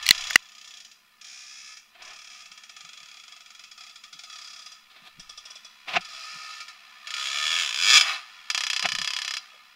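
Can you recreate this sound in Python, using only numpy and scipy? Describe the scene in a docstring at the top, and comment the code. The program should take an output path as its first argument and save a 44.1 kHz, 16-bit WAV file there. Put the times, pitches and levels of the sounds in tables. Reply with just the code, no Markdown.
"""Dirt bike over a log in a field

A small two-stroke crosses grass, revs over a log beside the microphone and rolls away.
Off the throttle it fires in single ringing pops, on the throttle at every turn, as clicks and gusts
that ring thin steel; a rattle of piston, chain and unfired puffs goes on underneath.
The plastic case around the microphone snaps shut as ringing modes, then scuffs and bumps as shaped noise.
Low rumble and hiss lie behind."""
import sys
import numpy as np
from scipy import signal
from scipy.fft import rfft, irfft
from scipy.io import wavfile
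from scipy.ndimage import uniform_filter1d, map_coordinates

SR = 44100
rng = np.random.default_rng(int(sys.argv[2]) if len(sys.argv) > 2 else 0)


def store_wav(level_fs):
    """Save 16-bit WAV to argv[1]."""
    pcm = np.round(np.clip(np.atleast_2d(level_fs), -1, 1) * 32767)
    wavfile.write(sys.argv[1], SR, pcm.T.astype(np.int16))


N = 429975
TIME = np.arange(N) / SR   # s
TAPS = 16384   # length of every impulse response, in samples
BIN_HZ = np.maximum(np.arange(TAPS // 2 + 1) * SR / TAPS, 1)


def from_db(db):
    """Decibels to gain."""
    return 10 ** (np.asarray(db) / 20)


def unit_energy(x):
    """Scale a response so that it passes white noise at the same power."""
    return x / np.sqrt(np.sum(x ** 2) + 1e-20)


def in_time(rows):
    """A curve at every sample, straight between its rows."""
    return np.interp(TIME, *np.transpose(rows))


def at_hz(points):
    """A spectrum in dB at every frequency bin, straight over log frequency."""
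    hz, db = np.transpose(points)
    return np.interp(np.log(BIN_HZ), np.log(hz), db)


def through(x, response):
    """Pass a sound through an impulse response."""
    return signal.oaconvolve(x, response)[:len(x)]


def causal(spectrum_db):
    """The minimum-phase response with this spectrum shape and unit energy: nothing sounds early."""
    cepstrum = irfft(np.log(from_db(spectrum_db)))
    cepstrum[1:TAPS // 2] *= 2
    cepstrum[TAPS // 2 + 1:] = 0
    return unit_energy(irfft(np.exp(rfft(cepstrum))))


def noise(colour):
    """Steady noise of rms close to 1."""
    return through(rng.standard_normal(N), causal(at_hz(colour)))


def hump(hz, width):
    """The response of one broad resonance; width in natural log of frequency."""
    return causal(-20 * np.log10(1 + (np.log(BIN_HZ / hz) / width) ** 2))


def waver(rate):
    """Slow chance of spread near 1, with so many new values a second."""
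    return np.interp(TIME * rate, np.arange(TAPS), rng.standard_normal(TAPS))


def swell_and_fade(s, swell, fade):
    """Rise exponentially to 1 at one moment, then die away exponentially (all in s)."""
    return np.exp(-np.maximum((s - TIME) / swell, (TIME - s) / fade).clip(0, 20))


# lone firings off the throttle: (time [s], level before the lift and path gain [dB])
LONE_POPS = [(0.8473, -34.5), (0.9132, -39.5), (1.7686, -36.5), (3.7132, -34), (3.9567, -32), (4.0365, -30),
             (4.1275, -30), (4.1899, -30), (4.2349, -29), (4.6597, -29), (4.7176, -31.5), (5.1956, -31),
             (5.2936, -31), (5.3748, -31.5), (5.646, -35), (6.6031, -24), (6.6813, -27.5), (7.9964, -10.5),
             (8.0094, -3.5), (8.5005, -8)]
LONE_POP_LIFT_DB = 2   # added to every level of the table
POP_DELAY_S = .0005
# the bike's path, one row per colour below: (time [s], pop gain [dB], pop rise [s], pop t60 [s],
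# field echo [dB], turbulence [0-1])
PATH = [(0.699, 15.5, 0.0035, 0.03, -19, 0.58), (1.498, 20, 0.0044, 0.05, -14.5, 0.02),
        (2.8, 18, 0.0044, 0.027, -20, 0.32), (4.6, 15.5, 0.0046, 0.028, -20, 0.66),
        (5.4, 19.5, 0.0049, 0.038, -22, 0.5), (6.3, 15, 0.003, 0.062, -12, 0.3),
        (7.7, 15.5, .0014, 0.035, -24, 0.37), (8.6, 10.5, 0.00045, 0.043, -27, 0.35)]
# colour of the bike at each place on its path: (frequency [Hz], relative density [dB per Hz])
SETTING_OFF = [(180, -64.5), (300, -42.5), (692, -18.5), (895, -29.5), (1020, -40.5), (1600, -24),
               (1790, -10), (2800, -4.5), (3400, 1), (4190, -8.5), (4920, -5), (6270, -6.5), (6900, -7),
               (7720, -17.5), (14000, -36)]
FAR = [(180, -55), (400, -31), (750, -60), (1050, -55), (1280, -8.5), (1800, -7), (2450, 3), (3000, -11),
       (3400, -1.5), (4300, -6), (5450, 2), (6850, -3.5), (7600, -13), (9600, -18), (14000, -64)]
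TURNING = [(180, -28), (300, -29), (619, -21.5), (692, -12), (1140, -23.5), (1230, 1), (1550, -12),
           (2470, 2.5), (2940, -4.5), (3350, 3), (3690, -4.5), (6790, -6), (7600, -13), (14000, -40.5)]
TOWARD = [(180, -77), (300, -48), (692, -24.5), (1100, -27.5), (1230, 2), (1570, -21.5), (1730, -12.5),
          (2720, -7.5), (2940, -16), (3350, -3), (4260, -13), (4840, -3.5), (6270, -10), (14000, -41.5)]
HEAD_ON = [(180, -47), (300, -33), (681, -14.5), (881, -29), (1220, -6), (1550, -59), (2720, -5.5),
           (2940, -12.5), (3400, 2), (4260, -17), (4920, -5.5), (5780, -2), (6270, -16), (8500, -19),
           (14000, -48)]
CLOSING = [(180, -119), (300, -38), (715, -19), (1100, -26), (1250, 2.5), (1570, -17), (1760, -7),
           (2070, -8), (2470, -1), (3400, -9.5), (3630, -12), (3990, -5), (5170, -4.5), (14000, -38)]
PASSING = [(350, -45), (600, -32.5), (1140, -19), (1240, -12.5), (2040, -11), (2270, -3.5), (2870, -3.5),
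           (3390, 0), (4280, -14.5), (5050, -10), (6200, -14.5), (7020, -11), (8050, -22), (14900, -43.5),
           (16000, -32)]
LEAVING = [(59, -85), (100, -44.5), (558, -27), (736, -21.5), (854, -14), (1230, -5), (1580, -11.5),
           (1720, -3.5), (2040, -2.5), (3320, 1.5), (3700, -6.5), (5080, -2.5), (5530, -6.5), (6990, -11),
           (10000, -26), (16000, -38.5)]


def exhaust(speed, blowdown_s):
    """Each firing is a pressure step and a gust of gas; its ring changes as the bike turns and nears."""
    path = np.array(PATH)
    path_s = path[:, 0]
    lone = np.add(LONE_POPS, [0, LONE_POP_LIFT_DB])
    s, db = np.vstack([lone, sputter_pops(uneven_db=0.57, jitter_s=.0002)]).T
    unsteady_speed = speed * (1 + .012 * waver(rate=25))
    pulling = pull_firings(unsteady_speed, uneven_db=1.16, jitter_s=.00005)

    clicks = pulling.copy()
    start = s - .5 * np.interp(s, path_s, path[:, 2])   # a pop is timed halfway up its rise
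    at = np.round((start + POP_DELAY_S) * SR).astype(int)
    clicks[at] += from_db(db + np.interp(s, path_s, path[:, 1]))
    gust = unit_energy(np.exp(-TIME[:TAPS] / blowdown_s))
    gas = through(clicks, gust) * rng.standard_normal(N)

    peaks = chamber_db()
    out = tailpipe_note(pulling)
    colours = (SETTING_OFF, FAR, TURNING, TOWARD, HEAD_ON, CLOSING, PASSING, LEAVING)
    for k, colour in enumerate(colours):
        rise, t60, echo_db, rough = path[k, 2:]
        # neighbouring places crossfade at equal power
        facing = np.sqrt(np.interp(TIME, path_s, np.arange(len(path)) == k))
        response = through(shell_ring(rise, t60, echo_db), causal(at_hz(colour) + peaks))
        source = np.sqrt(1 - rough ** 2) * clicks + rough * gas
        out = out + through(facing * source, response)
    return out


# open throttle, firing at every turn; levels hold at cruising speed, before the ring of the bike:
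# (start [s], end [s], first level [dB], last level [dB])
PULLS = [(1.265, 1.735, -45.5, -46.5), (2.313, 2.43, -47, -47.5), (6.085, 6.585, -42, -42),
         (7.165, 7.983, -30.5, -28)]
CRUISE_TURNS_PER_S, PULL_DB_PER_OCTAVE = 66.1, 12   # firings grow by so much per doubling of speed


def pull_firings(speed, uneven_db, jitter_s):
    """On the throttle every turn of the crank fires, each a little differently, and harder the faster it spins."""
    clicks = np.zeros(N)
    turns = np.cumsum(speed) / SR
    for start, end, first_db, last_db in PULLS:
        first_turn, last_turn = np.interp([start, end], TIME, turns)
        s = np.interp(np.arange(first_turn, last_turn), turns, TIME)
        chance = rng.standard_normal((len(s), 2))
        at = ((s + jitter_s * chance[:, 0]) * SR).astype(int)
        db = np.interp(s, [start, end], [first_db, last_db])
        db = db + PULL_DB_PER_OCTAVE * np.log2(speed[at] / CRUISE_TURNS_PER_S)
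        # spread over one turn, so the level is that of the running engine
        clicks[at] = from_db(db + uneven_db * chance[:, 1]) * np.sqrt(SR / speed[at])
    return clicks


# on a light throttle only every second to fourth turn fires, in even runs; levels before the path gain:
# (start [s], end [s], count, first level [dB], last level [dB])
SPUTTERS = [(0.026, 0.33, 11, -35.5, -35), (.392, .581, 7, -40.5, -34), (.612, 0.801, 7, -32, -31.5),
            (1.212, 1.244, 2, -33.5, -32.5), (2.021, 2.299, 11, -35.5, -35.5), (2.456, 2.694, 5, -35, -32),
            (2.764, 2.973, 6, -32, -33), (3.001, 3.197, 8, -34.5, -35.5), (3.236, 3.405, 5, -34, -34),
            (3.459, 3.637, 5, -35, -31.5), (3.777, 3.894, 5, -32, -33), (4.297, 4.619, 12, -27.5, -29.5),
            (5.453, 5.554, 3, -31.5, -31.5), (6.007, 6.047, 2, -27.5, -27.5), (7.071, 7.139, 3, -21, -15),
            (8.546, 8.666, 5, -5.5, -7.5), (8.7, 8.95, 9, -7, -9), (8.985, 9.164, 7, -9, -10.5),
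            (9.187, 9.368, 7, -11.5, -10.5)]


def sputter_pops(uneven_db, jitter_s):
    """Runs of near-evenly paced pops that swell or fade, each slightly uneven; rows of (time [s], level [dB])."""
    runs = []
    for start, end, count, first_db, last_db in SPUTTERS:
        runs.append(np.linspace((start, first_db), (end, last_db), round(count)))
    pops = np.vstack(runs)
    return pops + rng.standard_normal(pops.shape) * [jitter_s, uneven_db]


# exhaust note under load, strongest while the bike is near: (time [s], level against the firing [dB])
NOTE = [(6, -32), (7.2, -23.5), (7.45, -21), (7.65, -20), (7.93, -19.5), (8, -31)]
# its colour: (frequency [Hz], relative density [dB per Hz])
NOTE_COLOUR = [(60, -49), (110, -28), (160, -2.5), (270, -13), (400, -2), (560, -10.5), (760, -0.5),
               (1050, -2.5), (1400, 11.5), (2400, 0.5), (4000, -21)]


def tailpipe_note(pulling):
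    """Under load the tailpipe's own pulses carry clean low harmonics that glide with the crank."""
    return through(pulling * from_db(in_time(NOTE)), causal(at_hz(NOTE_COLOUR)))


# ringing of the expansion chamber and cylinder fins:
# (frequency [Hz], width [Hz], lift before levelling [dB])
CHAMBER = [(709, 354, 26.5), (1017, 100, 11), (1226.5, 110, 11.5), (1419, 280, 12.5), (1758, 152, 11.5),
           (2020, 69, -3), (2280, 670, 4), (2635, 92, 3.5), (3352, 200, 7.5), (4006, 110, 9.5),
           (4420, 440, 4.5), (4957, 300, 9.5), (5330, 510, 5.5), (5867, 290, 8), (6814, 480, 7.5),
           (8040, 270, 0.5), (9070, 600, 3)]


def chamber_db():
    """Resonance peaks with valleys between them, levelled over bands a little narrower than an octave."""
    peaks = sum(db / (1 + (2 * (BIN_HZ - hz) / width) ** 2) for hz, width, db in CHAMBER)
    grid = np.geomspace(20, SR / 2, 1000)
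    mean = uniform_filter1d(np.interp(grid, BIN_HZ, peaks), size=80)
    return peaks - np.interp(BIN_HZ, grid, mean)


FIELD_T60_S = 0.39


def shell_ring(rise, t60, echo_db, crack_db=3, crack_s=0.0015, damping_hz=9000):
    """Countless thin-steel modes ring alike at each firing; ground and trees add a faint tail."""
    t = TIME[:TAPS]
    white = rng.standard_normal(TAPS)
    # the lasting part is duller than the opening crack
    lasting = through(white, causal(-10 * np.log10(1 + (BIN_HZ / damping_hz) ** 4)))
    tail = from_db(-60 * t / t60) + from_db(echo_db - 60 * t / FIELD_T60_S)
    crack = white * from_db(crack_db) * np.exp(-t / crack_s)
    swell = 1 - np.exp(-(t / rise) ** 2)   # scattering over the grass softens a far pop's edge
    ring = swell * (lasting * tail + crack)
    # flatten the broad spectrum; the colour is given elsewhere
    broad = np.sqrt(uniform_filter1d(np.abs(rfft(ring)) ** 2, size=48))
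    return unit_energy(through(ring, causal(-20 * np.log10(broad))))


# crank speed, near steady but for a blip up the log and a hard rev off it: (time [s], speed [turns per s])
SPEED = [(7.3, 66.7), (7.48, 79.2), (7.6, 88), (7.72, 52), (7.79, 78), (7.88, 107.4), (7.97, 165),
         (8.12, 160), (8.45, 67)]


def crank_speed():
    """The crank's speed sets the pace of the pulls and of the rattle."""
    return in_time(SPEED)


# colour of the rattle, before the chamber's ringing: (frequency [Hz], relative density [dB per Hz])
RATTLE_COLOUR = [(180, -57), (300, -29), (510, -32.5), (715, -17), (1220, -2.5), (1550, -10), (1790, -6),
                 (1970, -3), (2470, -2), (3570, -7.5), (3990, -7.5), (5780, -16.5), (14000, -41)]


def rattle(speed, throb_db, slap, ring_depth):
    """The piston slaps once a turn; with the unfired puffs it stirs the same metal."""
    turns = np.cumsum(speed) / SR
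    beat = from_db(throb_db * np.cos(2 * np.pi * turns))
    puffs = rng.standard_normal(N) * beat / np.sqrt(np.mean(beat ** 2))
    knocks = np.diff(np.floor(turns), prepend=0) * np.sqrt(SR / speed)
    slaps = through(knocks, shell_ring(rise=0.0013, t60=0.036, echo_db=-27.0))
    hard = slap * speed / speed.max()   # the faster the crank, the harder the slap
    stir = np.sqrt(1 - hard ** 2) * puffs + hard * slaps
    return through(stir * rattle_level(), causal(at_hz(RATTLE_COLOUR) + ring_depth * chamber_db()))


# rattle of the bike as it nears and leaves, before load and clatter: (time [s], level [dB])
RATTLE = [(0, -57.5), (1, -61.5), (3.7, -62.5), (5.7, -54), (6.8, -51.5), (7.6, -43), (8.35, -48),
          (9.4, -49), (9.75, -56)]
LOAD_DB, LOAD_EASE_S = 4, .06   # more rattle while the engine fires
CLATTER_AT_S, CLATTER_DB, CLATTER_SPREAD_S = 8.085, -27.5, 0.078   # chain and engine shake after the landing


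def rattle_level():
    """The rattle grows with nearness and load, and flares in a clatter after the landing."""
    firing = sum((TIME > start) & (TIME < end) for start, end, *_ in SPUTTERS + PULLS)
    load = uniform_filter1d(np.minimum(firing, 1.), int(LOAD_EASE_S * SR))
    running = from_db(in_time(RATTLE) + LOAD_DB * load)
    clatter = from_db(CLATTER_DB) * np.exp(-((TIME - CLATTER_AT_S) / CLATTER_SPREAD_S) ** 2)
    return running + clatter


def ground_bounce(x, lag_s, sway, bounce_db):
    """The ground sends a copy a little later; the lag shifts as the bike bucks, so the colour keeps moving."""
    lag = lag_s * np.exp(sway * waver(rate=6))
    gain = from_db(bounce_db)
    late = map_coordinates(x, [np.arange(N) - lag * SR], order=3)
    return (x + gain * late) / np.sqrt(1 + gain ** 2)


# snaps of the microphone's case, before the low cut: (time [s], level [dB], slip length [s],
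# hollow ring [dB], ring length as a share of the free ring [0-1])
SNAPS = [(0.0653, -14, 0.0028, -4.5, 1), (0.0796, -15.5, 0.0015, -24.5, 1), (0.0898, -3.5, 0.00096, -2, 1),
         (0.1082, 4.5, 0.0028, -1.5, 1), (0.308, -15.5, 0.0035, 7, 0.18), (0.3576, 2.5, 0.003, 5.5, 0.41)]
# modes of the case ringing free, the hollow one first: (frequency [Hz], level [dB], t60 [s])
CASE = [(1970, -1.5, 0.015), (2310, -12, 0.012), (2880, -9, 0.019), (3370, -10, 0.0081),
        (4210, -0.5, 0.0059), (4540, -4, 0.0008), (5810, -8, 0.0078), (7760, -5, 0.0026),
        (10100, -20, 0.0028)]


def snaps(crack_db, grit, low_cut_hz=1100, long_slip_s=0.0013):
    """A catch slips for a few milliseconds at most and sets the plastic case ringing."""
    out, t = np.zeros(N), TIME[:TAPS]
    for s, db, length, hollow_db, ring_share in SNAPS:
        modes = []
        for hz, level, t60 in CASE:
            modes.append(from_db(level - 60 * t / (t60 * ring_share)) * np.sin(2 * np.pi * hz * t))
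        scrape = unit_energy(rng.standard_normal(TAPS) * np.exp(-(t / length) ** 4))
        slip = grit * min(length / long_slip_s, 1) * scrape
        slip[0] += 1   # the first release is a click
        signs = rng.choice([-1, 1], len(CASE) - 1)
        body = from_db(hollow_db) * modes[0] + signs @ modes[1:]
        at = round(s * SR)
        out[at:at + TAPS] += from_db(db) * (through(slip, body) + from_db(crack_db) * slip)
    low_cut = signal.butter(2, low_cut_hz, "high", fs=SR, output="sos")
    return signal.sosfilt(low_cut, out)   # a small shell radiates little bass


SEAL_S = 0.022   # the seal presses home


def case_openness():
    """1 until the last snap latches the case, then an exponential fall to 0."""
    return np.exp(-np.maximum(TIME - SNAPS[-1][0], 0) / SEAL_S)


# fingers and sleeve scuff the case: (time [s], level [dB], swell [s], fade [s], crispness [dB])
SCUFFS = [(1.954, -50.5, 0.0036, 0.0071, -11), (2.02, -49.5, 0.039, 0.065, -9),
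          (2.12, -47.5, 0.055, 0.027, -20), (2.28, -64, 0.022, .02, -20), (4.91, -59, 0.0072, 0.017, 6.5),
          (4.965, -51.5, 0.018, 0.031, -4), (5.075, -49.5, 0.025, 0.013, 2),
          (5.885, -32.5, .007, 0.047, -7.5), (5.939, -35, 0.0068, 0.017, -5),
          (5.969, -14, 0.0093, 0.0049, -41), (8.855, -20, 0.01, 0.0079, -23)]
# their colour, before the chamber-shaped peaks: (frequency [Hz], relative density [dB per Hz])
SCUFF_COLOUR = [(29, -57), (50, -33), (90, -22.5), (280, -18), (371, -11), (481, -16.5), (735, -3),
                (887, -7), (1050, -2.5), (1640, -6), (1760, -4.5), (2560, 0.5), (5720, -22), (7770, -34),
                (14000, -90)]


def scuffs(ring_depth, crisp_hz=3600):
    """Rubbing swells and dies away as rough noise; cloth sounds crisper than skin."""
    force, crisp = 0, 0
    for s, db, swell, fade, crisp_db in SCUFFS:
        stroke = from_db(db) * swell_and_fade(s, swell, fade)
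        force = force + stroke
        crisp = crisp + stroke * from_db(crisp_db)
    rub_colour = causal(at_hz(SCUFF_COLOUR) + ring_depth * chamber_db())
    rub = through(force * rng.standard_normal(N), rub_colour)
    return rub + through(crisp * rng.standard_normal(N), hump(crisp_hz, width=0.22))


# soft bumps on the case: (time [s], level [dB], pitch [Hz])
BUMPS = [(2.52, -67, 212), (2.851, -62.5, 161.6), (3.03, -67, 165), (4.159, -63, 198), (5.029, -60.5, 200),
         (5.191, -51.5, 175), (5.969, -40, 170), (6.362, -56, 182), (8.862, -43, 180), (8.94, -47, 164),
         (9.002, -46, 153.9), (9.55, -59, 590)]


def bumps(length_s, width):
    """Each soft touch is a short dull thud around one pitch."""
    out = np.zeros(N)
    t = TIME[:TAPS] - TIME[TAPS // 2]   # the thud peaks in the middle
    for s, db, hz in BUMPS:
        thud = through(rng.standard_normal(TAPS), hump(hz, width)) * np.exp(-np.abs(t) / length_s)
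        thud = from_db(db) * unit_energy(thud) * np.sqrt(length_s * SR)
        out += np.interp(TIME, s + t, thud, left=0, right=0)
    return out


# colour of the low rumble: (frequency [Hz], relative density [dB per Hz])
RUMBLE_COLOUR = [(10, -3), (30, -12.5), (80, -18.5), (200, -38), (600, -78)]
RUMBLE_LEAN_DB = 4   # left up and right down by this much


def rumble(case_open):
    """Low noise, mostly shared by the microphone's two ports, leaning left."""
    ports = noise(RUMBLE_COLOUR) + .2 * np.array([noise(RUMBLE_COLOUR), noise(RUMBLE_COLOUR)])
    return rumble_level(case_open) * ports * from_db([[RUMBLE_LEAN_DB], [-RUMBLE_LEAN_DB]])


# jolts of the hand that shake the case: (time [s], rumble level before the lean [dB])
JOLTS = [(2.05, -72), (5.2, -59.5), (5.97, -63), (8.95, -57)]
JOLT_SWELL_S, JOLT_FADE_S = .04, 0.09
RUMBLE_DB, OPEN_RUMBLE_DB = -83.5, -58.5   # always there; added while the case is open


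def rumble_level(case_open):
    """Air stirs faintly at the ports, far more while the case is open; each jolt swells and dies away."""
    jolts = sum(from_db(db) * swell_and_fade(s, JOLT_SWELL_S, JOLT_FADE_S) for s, db in JOLTS)
    return from_db(RUMBLE_DB) + from_db(OPEN_RUMBLE_DB) * case_open + jolts


# colour of the background hiss: (frequency [Hz], relative density [dB per Hz])
HISS_COLOUR = [(20, -2.5), (100, -9), (195, 8.5), (225, 12.5), (255, 1), (700, -1.5), (5000, -3.5),
               (15000, -2.5)]
HISS_DB = -68.5


def hiss():
    """Steady coloured noise in the middle, with a weaker part of opposite sign at the two ports."""
    sides = np.array([[1], [-1]])
    return from_db(HISS_DB) * (noise(HISS_COLOUR) + from_db(-17.5) * noise(HISS_COLOUR) * sides)


OPEN_CASE_DB = 15.5   # the bike's extra level until the case is shut


def scene():
    """The bike and the case sounds sit in the middle; low rumble differs at each port and leans left."""
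    speed = crank_speed()
    case_open = case_openness()
    bike = exhaust(speed, blowdown_s=0.008) + rattle(speed, throb_db=3.0, slap=0.65, ring_depth=1.27)
    bike = ground_bounce(bike, lag_s=.0022, sway=0.2026, bounce_db=-10)
    bike = bike * from_db(OPEN_CASE_DB * case_open)
    case = snaps(crack_db=-0.5, grit=1.0) + scuffs(ring_depth=0.69)
    low = bumps(length_s=.013, width=0.15) + rumble(case_open)
    return bike + case + low + hiss()


CUTOFF_HZ = 15700


def record(dry):
    """The microphone's two ports differ a little in the bass; peaks overload the input; the top is cut."""
    bass = signal.butter(1, 130, fs=SR, output="sos")
    side = .28 * signal.sosfilt(bass, dry.mean(axis=0))
    clipped = np.clip(dry + side * np.array([[1], [-1]]), -.95, .95)
    top_cut = signal.ellip(12, .1, 95, CUTOFF_HZ, fs=SR, output="sos")
    return signal.sosfilt(top_cut, clipped)


dry = scene()
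out = record(dry)
store_wav(out)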